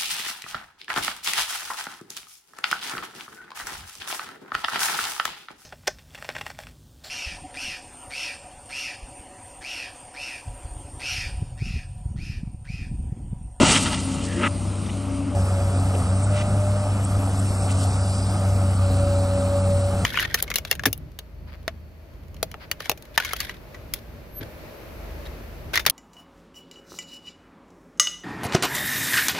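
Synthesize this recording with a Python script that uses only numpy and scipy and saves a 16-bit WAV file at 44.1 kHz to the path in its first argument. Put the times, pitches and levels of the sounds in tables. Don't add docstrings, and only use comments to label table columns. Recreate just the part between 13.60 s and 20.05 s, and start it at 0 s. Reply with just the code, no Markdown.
import sys
import numpy as np
from scipy import signal
from scipy.fft import rfft, irfft, next_fast_len
from scipy.io import wavfile
from scipy.ndimage import uniform_filter1d, map_coordinates

SR = 44100
rng = np.random.default_rng(int(sys.argv[2]) if len(sys.argv) > 2 else 0)


def waveform_to_disk(signal):
    frames = np.transpose(np.atleast_2d(signal))
    scaled = np.clip(frames, -1, 1) * 32767
    samples = np.round(scaled).astype(np.int16)
    wavfile.write(sys.argv[1], SR, samples)


def convert_level_to_amplitude(level_db):
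    exponent = np.asarray(level_db, float) / 20
    return 10 ** exponent


N = 284445
T = np.arange(N) / SR
CUT_S = 1.7495
NEAR = T > CUT_S
FAR = ~NEAR

# stop_s, peak_db
BOOMS = [
    (0.0172, -5.5),
    (0.0357, -6),
]
# pitch_hz, level_db, t60_s (time to fall 60 dB)
FLOOR_PLATE = [(228, -13, 0.48), (303, -5, 0.09), (374, -30, 0.046), (595, -6.5, 0.045)]
# time_s, level_db
DIRT_FLOW = [(0.0, -29), (0.02, -18.5), (0.35, -38), (0.742, -41.5), (0.9, -39)]
# pitch_hz, level_db per Hz
DIRT_COLOUR = [(180, -30), (300, -27), (415, -10.5), (1240, -2), (1710, -5.5), (2800, 3.5), (6040, -0.5),
               (7730, 0), (10400, -51), (11900, -25), (15500, -62), (22000, -120)]
# pitch_hz, width_hz, level_db
STEEL_BED = [(222, 81, 18), (610, 27, 10.5), (897, 120, 1.5), (1297, 150, 0.5), (2002, 82, -3),
             (2390, 26, -7), (2780, 310, -9), (3160, 33, -5), (4500, 58, -21), (5100, 69, -42),
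             (6320, 31, -39), (7020, 21, -7), (8690, 470, -9), (7840, 200, -6)]
# stop_s, level_db, steady_s, centre_hz, spread_octaves
THUDS = [(.037, -20.5, 0.017, 342, 0.13), (.037, -16.5, 0.013, 950, 0.56), (.187, -21, 0.092, 3260, 1.28),
         (.345, -31.5, .034, 866, 0.37), (.801, -42.5, .091, 1770, 0.12), (.875, -29, .057, 395, 0.7),
         (0.86, -42, 0.19, 465, 0.084), (.879, -23.5, 0.044, 1810, 0.78), (.87, -36.5, 0.089, 343, 0.036),
         (1.708, -31, .03, 269, 0.13), (4.78, -36, 0.053, 330, 0.27)]
# stop_s, level_db, steady_s
STONES = [
    (.1, -19.5, 0.0073),
    (.165, -19.5, 0.0067),
    (.735, -38, 0.0099),
    (1.27, -39, 0.0055),
    (1.304, -36.5, 0.0059),
    (2.355, -40, 0.0036),
    (4.11, -41, .015),
]
# stop_s, level_db, steady_s
CLUMPS = [
    (.29, -27, .027),
    (.35, -27, 0.021),
    (0.391, -38, 0.06),
    (2.829, -37, 0.059),
]
# stop_s, level_db, steady_s
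GRIT = [
    (.135, -22, 0.023),
    (.242, -28.5, 0.027),
    (0.41, -33, 0.0098),
    (.559, -42, 0.037),
    (0.671, -37, 0.027),
    (.874, -42, 0.011),
    (2.774, -38.5, 0.0073),
    (4.07, -50.5, 0.015),
    (4.129, -35, 0.016),
    (4.248, -38, 0.053),
]
# stop_s, level_db, steady_s
PINGS = [
    (2.653, -36.5, 0.018),
    (3.455, -33, 0.0068),
    (3.803, -33, .006),
]
# centre_hz, spread_octaves
KIND_COLOURS = [(2650, 0.51), (2500, 1.24), (6300, 1), (8240, 0.22)]
# time_s, firing_hz, level_db
ENGINE = [(0, 93.5, -32), (.22, 95.9, -30.5), (.5, 93.6, -32), (1, 97.3, -26.5), (1.749, 97.6, -31),
          (1.75, 94.5, -20.5), (2.1, 94.2, -21.5), (2.3, 96, -20.5), (2.44, 91, -21), (2.66, 99.6, -21),
          (3.24, 100, -22.5), (3.4, 98.8, -22.5), (4.35, 96, -22.5), (4.78, 97.4, -24), (4.86, 96.4, -20),
          (5.25, 94.6, -19.5), (5.8, 94.4, -22.5), (6.45, 95, -23)]
# multiple of the firing pitch, level_db against the firing tone
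EXHAUST_ORDERS = [(1 / 3, -29), (4 / 3, -31), (5 / 3, -29), (7 / 3, -36), (3, -39.5)]
# start_s, end_s, level_db
FAN_SPELLS = [
    (0, .03, -20),
    (.1, .9, -36),
    (1.36, 1.72, -33),
    (2.16, 2.56, -37),
    (3.6, 3.84, -35.5),
    (4.05, 4.38, -38.5),
    (5.3, 6, -37.5),
]
# start_s, end_s, level_db
PUMP_SPELLS = [(0, .03, -41), (.52, .74, -44), (.78, .94, -39), (1.02, 1.16, -46), (1.4, 1.6, -44),
               (1.75, 1.79, -34), (1.86, 2.15, -35.5), (2.26, 2.34, -40.5), (2.52, 2.68, -36.5),
               (2.72, 3.28, -32), (3.54, 3.62, -36), (3.92, 4.24, -41), (4.4, 4.6, -37.5), (4.72, 5.1, -37),
               (5.24, 5.29, -31), (5.29, 5.4, -33), (5.4, 6.3, -27.5), (6.3, 6.4, -32)]
# pitch_hz, level_db per Hz
GROWL_FAR = [(20, -16), (32, -6), (60, 0), (140, 5), (270, 5), (340, -2), (450, -35)]
GROWL_NEAR = [(20, -4), (32, -3), (65, 4.5), (140, 2.5), (220, 0), (300, -4.5), (450, -33.5)]
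# pitch_hz, level_db per Hz
ROAR_FAR = [(250, -41), (350, 4), (430, 5.5), (600, 6.5), (1000, 2), (1300, 4), (1700, -12), (2200, -6.5),
            (3100, -5), (4200, -45)]
ROAR_NEAR = [(250, -14), (350, -2), (420, -2.5), (750, 3), (1020, -7), (1260, -1), (1500, -9),
             (1750, -17.5), (2900, -21.5), (4000, -29)]
# pitch_hz, level_db per Hz
HISS_FAR = [(2500, -19), (3600, -6.5), (5000, -6.5), (7000, -9), (8300, -3), (9000, 3.5), (9600, -3),
            (10000, -44)]
HISS_NEAR = [(2500, -30.5), (3600, -8.5), (4600, -6), (5600, -3.5), (6700, -9), (7700, 1.5), (9000, 3),
             (9700, -5.5), (10000, -39)]
# start_s, end_s, extra_db
AIR_SURGES = [
    (2.3, 2.6, 1),
    (3.9, 4.6, 4),
    (5.4, 6, 0.5),
]
# time_s, whistle_hz
TURBO = [(1.8, 11720), (2.3, 11450), (2.55, 11080), (3.1, 11080), (3.4, 11300), (4, 11400), (4.55, 11630),
         (4.85, 11980), (6.45, 12090)]
# time_s, centre_hz, level_db
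VALVE_OIL = [(1.75, 4900, -54.5), (2.7, 4900, -59.5), (3.7, 5050, -63), (4.1, 4910, -59), (4.55, 4840, -47),
             (4.72, 4960, -49.5), (4.95, 4952, -57.5), (5.3, 4190, -51.5), (6.45, 4150, -55)]
# pitch_hz, level_db
SIDE_FAR = [(60, -27), (130, -13.5), (270, -15.5), (570, -11), (1210, -11.5), (2550, -24.5), (5400, -26),
            (11400, -9.5)]
SIDE_NEAR = [(60, -59), (97, -31.5), (160, -20.5), (250, -31.5), (400, -14), (650, -18), (1050, -18.5),
             (1700, -6.5), (2730, 6), (4400, -8.5), (7100, -13.5), (11400, -17)]
# pitch_hz, level_db per Hz
LOOSE_AIR = [(8700, -70), (9050, 1.5), (10300, 2.5), (11000, -6.5), (11500, -59)]
# pitch_hz, level_db
FAINTEST_MID = [(1500, -90), (1900, -74.5), (3400, -74), (4000, -81), (5800, -77), (6600, -74.5),
                (7500, -84), (9600, -80), (9900, -72), (12000, -72)]
FAINTEST_SIDE = [(100, -65.5), (1200, -68.5), (1800, -97), (3600, -99), (4200, -80), (6300, -78),
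                 (7300, -78.5), (8500, -73.5), (9200, -70.5), (11000, -69.5)]


def unit(x):
    return x / np.sqrt(np.mean(x ** 2) + 1e-20)


def along(points, hz):
    f, v = np.transpose(points)
    return np.interp(np.log(hz + 1), np.log(f + 1), v)


def curves(rows):
    s, *cols = np.transpose(rows)
    return [np.interp(T, s, c) for c in cols]


def wobble(rate):
    coarse = T[::16]
    knots = rng.standard_normal(int(N * 60 / SR))
    return np.interp(T, coarse, map_coordinates(knots, [coarse * min(rate, 55)]))


def filtered(x, response):
    m = next_fast_len(len(x) + 8192)
    return irfft(rfft(x, m) * response(np.fft.rfftfreq(m, 1 / SR)), m)[:len(x)]


def coloured_noise(response):
    return unit(filtered(rng.standard_normal(N), response))


def stand(far, near):
    return np.where(NEAR, near, far)


def summed(*levels_db):
    return 10 * np.log10(sum(convert_level_to_amplitude(2 * db) for db in levels_db))


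def spells(rows, idle_db, fade_s):
    levels = []
    for start, end, db in rows:
        away = np.clip(np.maximum(start - T, T - end) / fade_s, 0, 1)
        levels.append(db + (idle_db - db) * away)
    return np.max(levels, axis=0)


def rush(far, near, patchy_db):
    z = signal.stft(rng.standard_normal(N), nperseg=512)[2]
    patches = uniform_filter1d(rng.standard_normal(z.shape), size=6, axis=0)
    patches = uniform_filter1d(patches, size=10, axis=1)
    x = signal.istft(z * convert_level_to_amplitude(patchy_db * unit(patches)), nperseg=512)[1][:N]
    far_sound = unit(filtered(x, lambda hz: convert_level_to_amplitude(along(far, hz))))
    near_sound = unit(filtered(x, lambda hz: convert_level_to_amplitude(along(near, hz))))
    return stand(far_sound, near_sound)


def bed(hz):
    return 0.3 + sum(convert_level_to_amplitude(db) / (1 + (2 * (hz - c) / w) ** 2) for c, w, db in STEEL_BED)


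def gravel(count, spiky_db):
    grains = np.repeat(rng.standard_normal(count // 64 + 1), 64)[:count]
    return unit(rng.standard_normal(count) * convert_level_to_amplitude(spiky_db * grains))


def booms():
    x = np.zeros(N)
    for s, peak_db in BOOMS:
        before = np.clip(s - T, 0, 1)
        for hz, mode_db, t60 in FLOOR_PLATE:
            x = x + convert_level_to_amplitude(peak_db + mode_db - 60 * before / t60) * np.sin(2 * np.pi * hz * before)
    return x


def dirt_stream():
    grit = gravel(count=N, spiky_db=2.0)
    stream = unit(filtered(grit, lambda hz: convert_level_to_amplitude(along(DIRT_COLOUR, hz)) * bed(hz) ** 1.18))
    level_db = curves(DIRT_FLOW)[0] - 0.9 + 0.93 * wobble(41.1)
    return stream * convert_level_to_amplitude(level_db) * (T < .88)


def clods():
    swell_s, swell_per_steady = 0.034, 3.6
    fine_dust_db = -5
    blows = list(THUDS)
    for rows, kind in zip([STONES, CLUMPS, GRIT, PINGS], KIND_COLOURS):
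        blows += [row + kind for row in rows]
    before = np.arange(SR // 2)[::-1] / SR
    pad = np.zeros(N + SR)
    for s, db, steady, centre_hz, spread in blows:
        dust = convert_level_to_amplitude(fine_dust_db) * (s > CUT_S)

        def colour(hz):
            octaves = abs(np.log2(hz / centre_hz + 1e-9))
            return bed(hz) * np.exp(-.5 * (octaves / spread) ** 3) * np.where(hz < 9900, 1, dust)

        rattle = unit(filtered(gravel(count=len(before), spiky_db=2.0), colour))
        t60 = swell_s + swell_per_steady * steady
        swell = convert_level_to_amplitude(db - 60 * np.clip(before - steady, 0, 1) / t60)
        swell = swell * (1 - np.exp(-before / 0.0033))
        pad[round((s + .002) * SR):][:len(before)] += rattle * swell
    return pad[SR // 2:][:N]


def exhaust(phase, firing_db):
    x = np.sin(phase) * convert_level_to_amplitude(1.1 * wobble(21.25))
    for k, db in EXHAUST_ORDERS:
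        x = x + convert_level_to_amplitude(db + 2.9 * wobble(9)) * np.sin(k * phase + 0.28 * wobble(5.4))
    second_db = stand(far=-37, near=-35) - 1.1 * np.clip(wobble(13) ** 2, 0, 5)
    second = convert_level_to_amplitude(second_db + 1.5 * wobble(14)) * np.sin(2 * phase + 0.35 * wobble(12))
    return x * convert_level_to_amplitude(firing_db) + second


def fan(phase):
    db = spells(FAN_SPELLS, idle_db=-46, fade_s=0.029)
    return convert_level_to_amplitude(db + 2.2 * wobble(15)) * np.sin(2.835 * phase + .7 * wobble(14))


def pump(rate):
    db = spells(PUMP_SPELLS, idle_db=-55, fade_s=0.064)
    return convert_level_to_amplitude(db + 1.4 * wobble(24)) * np.sin(12 * np.pi * np.cumsum(rate) / SR + .2 * wobble(25))


def growl():
    shake_db = -23.5 - 60 * T / 2.2
    db = summed(stand(far=-32.5, near=-31), shake_db)
    return convert_level_to_amplitude(db + 0.27 * wobble(9)) * rush(GROWL_FAR, GROWL_NEAR, patchy_db=1.2)


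def roar():
    rumble_db = -22.5 - 60 * T / 0.81
    db = summed(stand(far=-42.5, near=-36.5), rumble_db)
    return convert_level_to_amplitude(db + 2.0 + 0.57 * wobble(7)) * rush(ROAR_FAR, ROAR_NEAR, patchy_db=1.17)


def spray_and_air(spray_db=-26.5, peak_s=0.14, rise_db_s=33, t60=1.46):
    change_db = np.where(T < peak_s, rise_db_s * (peak_s - T), 60 * (T - peak_s) / t60)
    settle_db = FAR * 9.5 * np.clip(T - 1.28, 0, 1)
    surge_db = spells(AIR_SURGES, idle_db=0, fade_s=0.27)
    return summed(spray_db - change_db, stand(far=-41.5, near=-41.5) - settle_db + surge_db)


def hiss():
    db = spray_and_air()
    x = convert_level_to_amplitude(db - 2.12 + 0.58 * wobble(18)) * rush(HISS_FAR, HISS_NEAR, patchy_db=1.67)
    air = coloured_noise(lambda hz: (hz > 9700) * (hz < 12000) * (1 + .35 * (hz < 10300)))
    turbo_khz = (curves(TURBO)[0] - 11900) / 1000
    x = x + convert_level_to_amplitude(db + stand(far=-27, near=-22.6 + 2 * turbo_khz)) * air
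    fines = coloured_noise(lambda hz: (hz > 11000) * (hz < 11850))
    return x + FAR * convert_level_to_amplitude(-44 + 1.5 * (db + 26.5)) * fines


def engine():
    rate, firing_db = curves(ENGINE)
    phase = 2 * np.pi * np.cumsum(rate + 0.36 * wobble(20)) / SR
    tones = exhaust(phase, firing_db) + fan(phase) + pump(rate)
    pulse = np.sin(phase)
    return np.sqrt(2) * tones + growl() + roar() * (1 + 0.12 * pulse) + hiss() * (1 + 0.04 * pulse)


def truck():
    beat = np.sin(2 * np.pi * np.cumsum(68.5 + 6 * wobble(16)) / SR)
    return convert_level_to_amplitude(stand(far=-34.5, near=-32) + 1.8 * wobble(14)) * beat


def turbo():
    hz = curves(TURBO)[0]
    db = -58.5 - 4 * np.clip((11300 - hz) / 220, 0, 1)
    whistle = np.sin(2 * np.pi * np.cumsum(hz + 25 * wobble(58)) / SR)
    return NEAR * convert_level_to_amplitude(db + 3.7 * wobble(25)) * whistle


def valve_oil():
    centre_hz, db = curves(VALVE_OIL)
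    narrow = coloured_noise(lambda hz: 1 / (1 + (hz / 180) ** 4))
    wide = coloured_noise(lambda hz: 1 / (1 + (hz / 450) ** 4))
    weak, opened = (-51 - db) / 14, (4750 - centre_hz) / 500
    share = np.clip(np.maximum(weak, opened), 0, 1)
    flow = narrow * np.sqrt(1 - share) + wide * np.sqrt(share)
    turn = 2 * np.pi * np.cumsum(centre_hz) / SR
    ports = np.sin(turn) + 0.61 * np.sin(1.16 * turn)
    return NEAR * np.sqrt(2) * convert_level_to_amplitude(db) * flow * ports


def far_side(hz):
    return convert_level_to_amplitude(along(SIDE_FAR, hz)) * np.exp(-1j * np.clip(hz / 1200, 0, np.pi / 2))


def near_side(hz):
    lag = np.clip(hz / 300, 0, np.pi / 2) * np.sign(3100 - hz)
    return convert_level_to_amplitude(along(SIDE_NEAR, hz)) * np.exp(-1j * lag)


def scene():
    load = booms() + dirt_stream() + clods()
    machine = engine() + truck() + turbo() + valve_oil()
    z = signal.stft(machine + 0.67 * load, nperseg=1024)[2]
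    echoes = z * np.exp(2j * np.pi * rng.random(z.shape))
    both = signal.istft(z + .5 * echoes, nperseg=1024)[1][:N]
    side = stand(filtered(both, far_side), filtered(both, near_side))
    loose = coloured_noise(lambda hz: convert_level_to_amplitude(along(LOOSE_AIR, hz)))
    side = side + loose * convert_level_to_amplitude(spray_and_air() - 7.5 + 0.22 * wobble(8))
    return np.array([machine + load + side, machine + load - side])


def drop_faint(x, faintest, loud_db, fickle_db):
    hz, t, z = signal.stft(x, SR, "cosine", nperseg=2048)
    bands = z[:1024].reshape(256, 4, -1)
    centre = hz[2:1024:4, None]
    level_db = 20 * np.log10(abs(bands).max(axis=1) + 1e-10)
    level_db = uniform_filter1d(level_db, size=2, axis=1)
    local = unit(uniform_filter1d(rng.standard_normal(level_db.shape), size=4, axis=1))
    waver = centre / 10000 * rng.standard_normal(len(t)) + 0.4 * local
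    limit_db = along(faintest, centre) + np.interp(t, T, loud_db) + fickle_db * waver
    bands = bands * (level_db > limit_db)[:, None]
    z = np.vstack([bands.reshape(1024, -1), z[1024:]])
    return signal.istft(z, SR, "cosine", nperseg=2048)[1][:N]


def top_cut(x):
    return signal.sosfilt(signal.butter(12, 12040, fs=SR, output="sos"), x)


def record(dry):
    dry = dry / (1 + abs(dry / .9) ** 4) ** (1 / 4)
    mid, side = (dry[0] + dry[1]) / 2, (dry[0] - dry[1]) / 2
    treble = filtered(mid, lambda hz: (hz > 3500) * (hz < 9500))
    loud_db = 10 * np.log10(abs(uniform_filter1d(treble ** 2, size=4096)) + 1e-12)
    loud_db = .85 * (loud_db - np.median(loud_db))
    mid = drop_faint(mid, FAINTEST_MID, loud_db, fickle_db=1.9)
    side = drop_faint(side, FAINTEST_SIDE, loud_db, fickle_db=4.5)
    return top_cut(np.array([mid + side, mid - side]))


dry = scene()
out = record(dry)
waveform_to_disk(out)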